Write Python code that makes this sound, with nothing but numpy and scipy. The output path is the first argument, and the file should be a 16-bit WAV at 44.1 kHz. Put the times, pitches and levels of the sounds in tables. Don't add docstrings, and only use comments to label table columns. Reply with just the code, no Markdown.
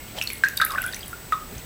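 import sys
import numpy as np
from scipy import signal
from scipy.fft import rfft, irfft
from scipy.io import wavfile

SR = 44100
rng = np.random.default_rng(int(sys.argv[2]) if len(sys.argv) > 2 else 0)


def wrap_up_sound(samples):
    columns = np.atleast_2d(samples).T
    tamed = np.clip(columns, -1, 1)
    steps = np.round(tamed * 32767).astype(np.int16)
    wavfile.write(sys.argv[1], SR, steps)


N = 72765
TIME = np.arange(N) / SR
AGE = np.arange(int(0.09 * SR)) / SR


def from_db(db):
    return 10 ** (np.asarray(db) / 20)


def rms_one(x):
    return x / np.sqrt(np.mean(x ** 2) + 1e-20)


def add(out, start_s, sound):
    i = int(np.clip(start_s * SR, 0, N - 1))
    out[i:i + len(sound)] += sound[:N - i]


def filtered(x, hz, kind, order=2):
    return signal.sosfilt(signal.butter(order, np.clip(hz, 10, .45 * SR), kind, fs=SR, output="sos"), x)


def decay(t, t60_s):
    return np.exp(-np.log(1000) * t / t60_s)


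# frequency_hz, relative_density_db
NOISE_SPECTRUM = [(15, -69), (25, 3), (130, -2), (170, -1.5), (242, -3), (285, -5), (354, -6), (394, -6.5),
                  (1290, -14), (1400, -11), (3080, -17), (7710, -19.5), (10100, -22), (14800, -24),
                  (16000, -17)]
# pitch_hz, level_db
HUM_TONES = [(60, -53.5), (110, -54.5), (8000, -52), (15000, -48.5)]
def background(noise_db=-41):
    corner_hz, density_db = np.transpose(NOISE_SPECTRUM)
    bin_hz = np.arange(N // 2 + 1) * SR / N
    colour = from_db(np.interp(np.log(bin_hz + 1), np.log(corner_hz), density_db))
    noise = rms_one(irfft(rfft(rng.standard_normal(N)) * colour, N))
    tones = sum(np.sqrt(2) * from_db(db) * np.sin(2 * np.pi * (hz * TIME + rng.random()))
                for hz, db in HUM_TONES)
    return from_db(noise_db) * noise + tones


# start_s, pitch_hz, level_db, t60_s
RINGS = [(0, 2157, -48, 0.47), (0.215, 2647, -28, 0.23), (0.3025, 2160, -40, 0.65),
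         (0.445, 1649, -19, 0.22)]
def lingering_rings(attack_s=0.002):
    out = np.zeros(N)
    attack = 1 - np.exp(-TIME / attack_s)
    for start_s, hz, db, t60_s in RINGS:
        add(out, start_s, from_db(db) * attack * decay(TIME, t60_s) * np.sin(2 * np.pi * hz * TIME))
    return out


def bubble(hz, life_s, rise_octaves, t60_cycles=212, attack_s=0.00008):
    life_spent = np.minimum(AGE / life_s, 2)
    pitch_hz = np.minimum(hz * 2 ** (rise_octaves * life_spent ** 2), SR / 2)
    attack = 1 - np.exp(-AGE / attack_s)
    surfacing = np.exp(-life_spent ** 4)
    envelope = attack * decay(AGE, t60_cycles / hz) * surfacing
    return envelope * np.cos(2 * np.pi * np.cumsum(pitch_hz) / SR)


def impact(band_hz, t60_s, order):
    return filtered(rng.standard_normal(len(AGE)) * decay(AGE, t60_s), band_hz, "band", order)


def tick(hz, fizz_db=-6, attack_s=0.00006):
    ring = decay(AGE, t60_s=0.0041) * np.sin(2 * np.pi * hz * AGE)
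    fizz = from_db(fizz_db) * impact(band_hz=(9830, 14400), t60_s=0.013, order=2)
    return (1 - np.exp(-AGE / attack_s)) * (ring + fizz)


def scatter(contour, per_s, base_db, low_hz, high_hz, spread_db=2):
    start_s = TIME[rng.random(N) < per_s / SR]
    hz = low_hz * (high_hz / low_hz) ** rng.random(len(start_s))
    mean_db = base_db + np.interp(start_s, *np.transpose(contour))
    jitter_db = spread_db * np.clip(rng.standard_normal(len(start_s)), -2, 2)
    return zip(start_s, hz, from_db(mean_db + jitter_db))


# time_s, relative_level_db
FLOW = [(0.1, -5.5), (.18, -6), (.3, -1), (.41, -9.5), (.57, -5), (.66, -11), (.79, 2.5), (.88, -0.5),
        (.97, -5.5), (1.12, -13), (1.47, -20), (1.54, -5.5), (1.65, -10.5)]
def dribble(life_cycles=17.9):
    out = np.zeros(N)
    for start_s, hz, gain in scatter(FLOW, per_s=260, base_db=-41.5, low_hz=1802, high_hz=4406):
        add(out, start_s, gain * bubble(hz, life_cycles / hz, rise_octaves=0.22))
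    for start_s, hz, gain in scatter(FLOW, per_s=100, base_db=-33.5, low_hz=7860, high_hz=15750):
        add(out, start_s, gain * tick(hz))
    return out


# peak_s, half_width_s, level_db, low_hz, high_hz
SWELLS = [(0.181, 0.02, -38.5, 513, 860), (0.181, 0.012, -36.5, 1340, 5130), (0.782, 0.1, -47.5, 584, 850),
          (1.525, 0.02, -41.5, 161, 407), (1.569, 0.015, -35.5, 54.4, 147),
          (1.566, 0.045, -56.5, 1910, 6000)]
def soft_swells():
    out = np.zeros(N)
    for peak_s, half_width_s, db, low_hz, high_hz in SWELLS:
        swell = np.exp(-((TIME - peak_s) / half_width_s) ** 2 / 2)
        noise = rms_one(filtered(rng.standard_normal(N), [low_hz, high_hz], "band"))
        out += from_db(db) * swell * noise
    return out


# start_s, pitch_hz, level_db, life_ms, rise_octaves, slap_re_bubble_db
DROPS = [ (0.1857, 3230, -22, 4.2, -0.16, -5), (.2138, 2760, -12, 1.86, -0.16, -14),
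         (0.2235, 5580, -23, 3.4, -0.038, -1.5), (0.2735, 4310, -16.5, 3.9, 0.067, -10),
         (.3021, 2270, -21, 2.9, 0.057, -5), (0.4367, 1593, -11, 32, 0.06, -18),
         (0.4367, 1668, -10.5, 5.2, -0.046, -18.5), (0.469, 2470, -31.5, 18, 0.31, -30),
         (0.441, 4140, -26.5, 8.1, 0.22, -21), (.4470, 5450, -25, 1.8, 0.37, -6),
         (0.458, 1780, -23.5, 11, 0.38, -28), (0.4854, 6550, -25, 1.6, 0.15, -2.5),
         (0.5745, 4650, -16, 2.6, -0.051, -7), (0.5752, 3790, -20, 4.7, -0.11, -17),
         (.6000, 1396, -13.5, 8.5, 0.7, -48), (0.6148, 1291, -10.5, 12, 0.017, -19),
         (0.6148, 3586, -15, 7.8, 0.6, -9), (0.62, 1581, -11, 9.6, 0.017, -42),
         (0.633, 1687, -24, 13, 0.43, -30), (0.6647, 1770, -26, 3.1, 0.51, -19),
         (.6660, 2230, -33, 14, 0.37, -25), (0.6977, 1246, -25, 25, 0.37, -25),
         (.7120, 1156, -23.5, 9.5, -0.26, -21), (0.7059, 3690, -28.5, 3.9, 0.14, -2),
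         (0.7192, 5050, -31, 8.2, -0.41, -8), (0.726, 1092, -30, 16, -0.14, -25),
         (0.737, 1095, -19.5, 8.4, 0.31, -24), (0.7488, 1100, -18.5, 11.4, 0.74, -35),
         (0.759, 1725, -28.5, 20, -0.17, -36), (0.7774, 1540, -21, 4.4, 0.2, -28),
         (0.781, 2440, -30.5, 13, 0.57, -20), (0.7825, 1481, -14, 6.5, 0.08, -33),
         (0.816, 2570, -32.5, 7.5, 0.4, -28), (0.8265, 2100, -26, 3, -0.2, -8),
         (0.8388, 1417, -21, 21, 0.28, -7.5), (0.8634, 1502, -26.5, 49, 0.37, -12),
         (0.872, 2390, -34, 4.4, 0.039, -20), (0.881, 3360, -30, 5.9, 0.013, -18),
         (0.9251, 4670, -32, 11, -0.24, -2), (0.9332, 3570, -28, 4.7, 0.22, -20),
         (.9350, 1800, -27.5, 4.5, 0.083, -9), (0.9449, 6170, -20, 1.45, -0.17, -8.5),
         (0.966, 2240, -33, 8, -0.00017, -20), (1.008, 4650, -33, 5, 0.19, -20),
         (1.031, 3270, -28, 4.5, -0.081, -17), (1.1299, 1388, -25.5, 16, 0.017, -31),
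         (1.3229, 1745, -25, 5.4, 0.65, -16), (1.3228, 1289, -11, 25.2, -0.275, -19.5),
         (1.331, 3800, -29, 5.6, -0.35, -22), (1.581, 6320, -33.5, 2.7, 0.06, -4)]
def drops(low_cut_hz=1060, knock_db=-3.5, knock_band_hz=(470, 646)):
    out = np.zeros(N)
    for start_s, hz, db, life_ms, rise_octaves, slap_db in DROPS:
        slap = from_db(slap_db) * impact(band_hz=(1520, 9900), t60_s=0.031, order=1)
        add(out, start_s, from_db(db) * (bubble(hz, life_ms / 1000, rise_octaves) + slap))
    knock = from_db(knock_db) * filtered(out, knock_band_hz, "band")
    return filtered(out, low_cut_hz, "high", order=4) + knock


# start_s, pitch_hz, level_db
SPRAY_HITS = [ (0.2377, 12000, -17), (0.2937, 14800, -20.5), (0.322, 12200, -23), (.3325, 10900, -16.5),
              (0.3814, 8700, -24.5), (0.4858, 12600, -17), (0.5709, 8540, -14.5), (0.5736, 12600, -11.5),
              (0.614, 10900, -19), (0.6496, 11800, -5.5), (0.6512, 11950, -15), (.6625, 12000, -22),
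              (.6870, 12500, -23), (0.707, 12500, -27), (0.7194, 9600, -22), (0.8188, 12500, -11),
              (.8638, 10350, -14), (.9630, 10600, -23), (.9926, 13300, -25), (1.060, 9800, -27),
              (1.0805, 10400, -19.5), (1.111, 12800, -31)]
def spray():
    out = np.zeros(N)
    for start_s, hz, db in SPRAY_HITS:
        add(out, start_s, from_db(db) * tick(hz))
    return out


# delay_ms, gain
REFLECTIONS = [(.9, -0.12), (2.3, -0.085), (3.6, -0.15), (13.4, 0.2)]
def room(x, crossover_hz=4400, build_up_s=0.007):
    early = np.zeros(N)
    for delay_ms, gain in REFLECTIONS:
        add(early, delay_ms / 1000, gain * x)
    t = TIME[:SR // 2]
    onset = np.clip(t / build_up_s - 0.5, 0, 1)
    tail = np.zeros(len(t))
    for kind, t60_s, db in (("low", 0.33, -9), ("high", 0.27, -9.5)):
        echoes = rng.standard_normal(len(t)) * decay(t, t60_s) * onset
        tail += from_db(db) * filtered(echoes / np.linalg.norm(echoes), crossover_hz, kind)
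    return early + signal.fftconvolve(x, tail)[:N]


def scene():
    noises = background() + soft_swells()
    water = drops() + spray() + dribble()
    return (noises + water + room(water) + lingering_rings())[None]


def record(dry, cutoff_hz=15900):
    return signal.sosfilt(signal.ellip(10, 0.1, 80, cutoff_hz, fs=SR, output="sos"), dry)


dry = scene()
out = record(dry)
wrap_up_sound(out)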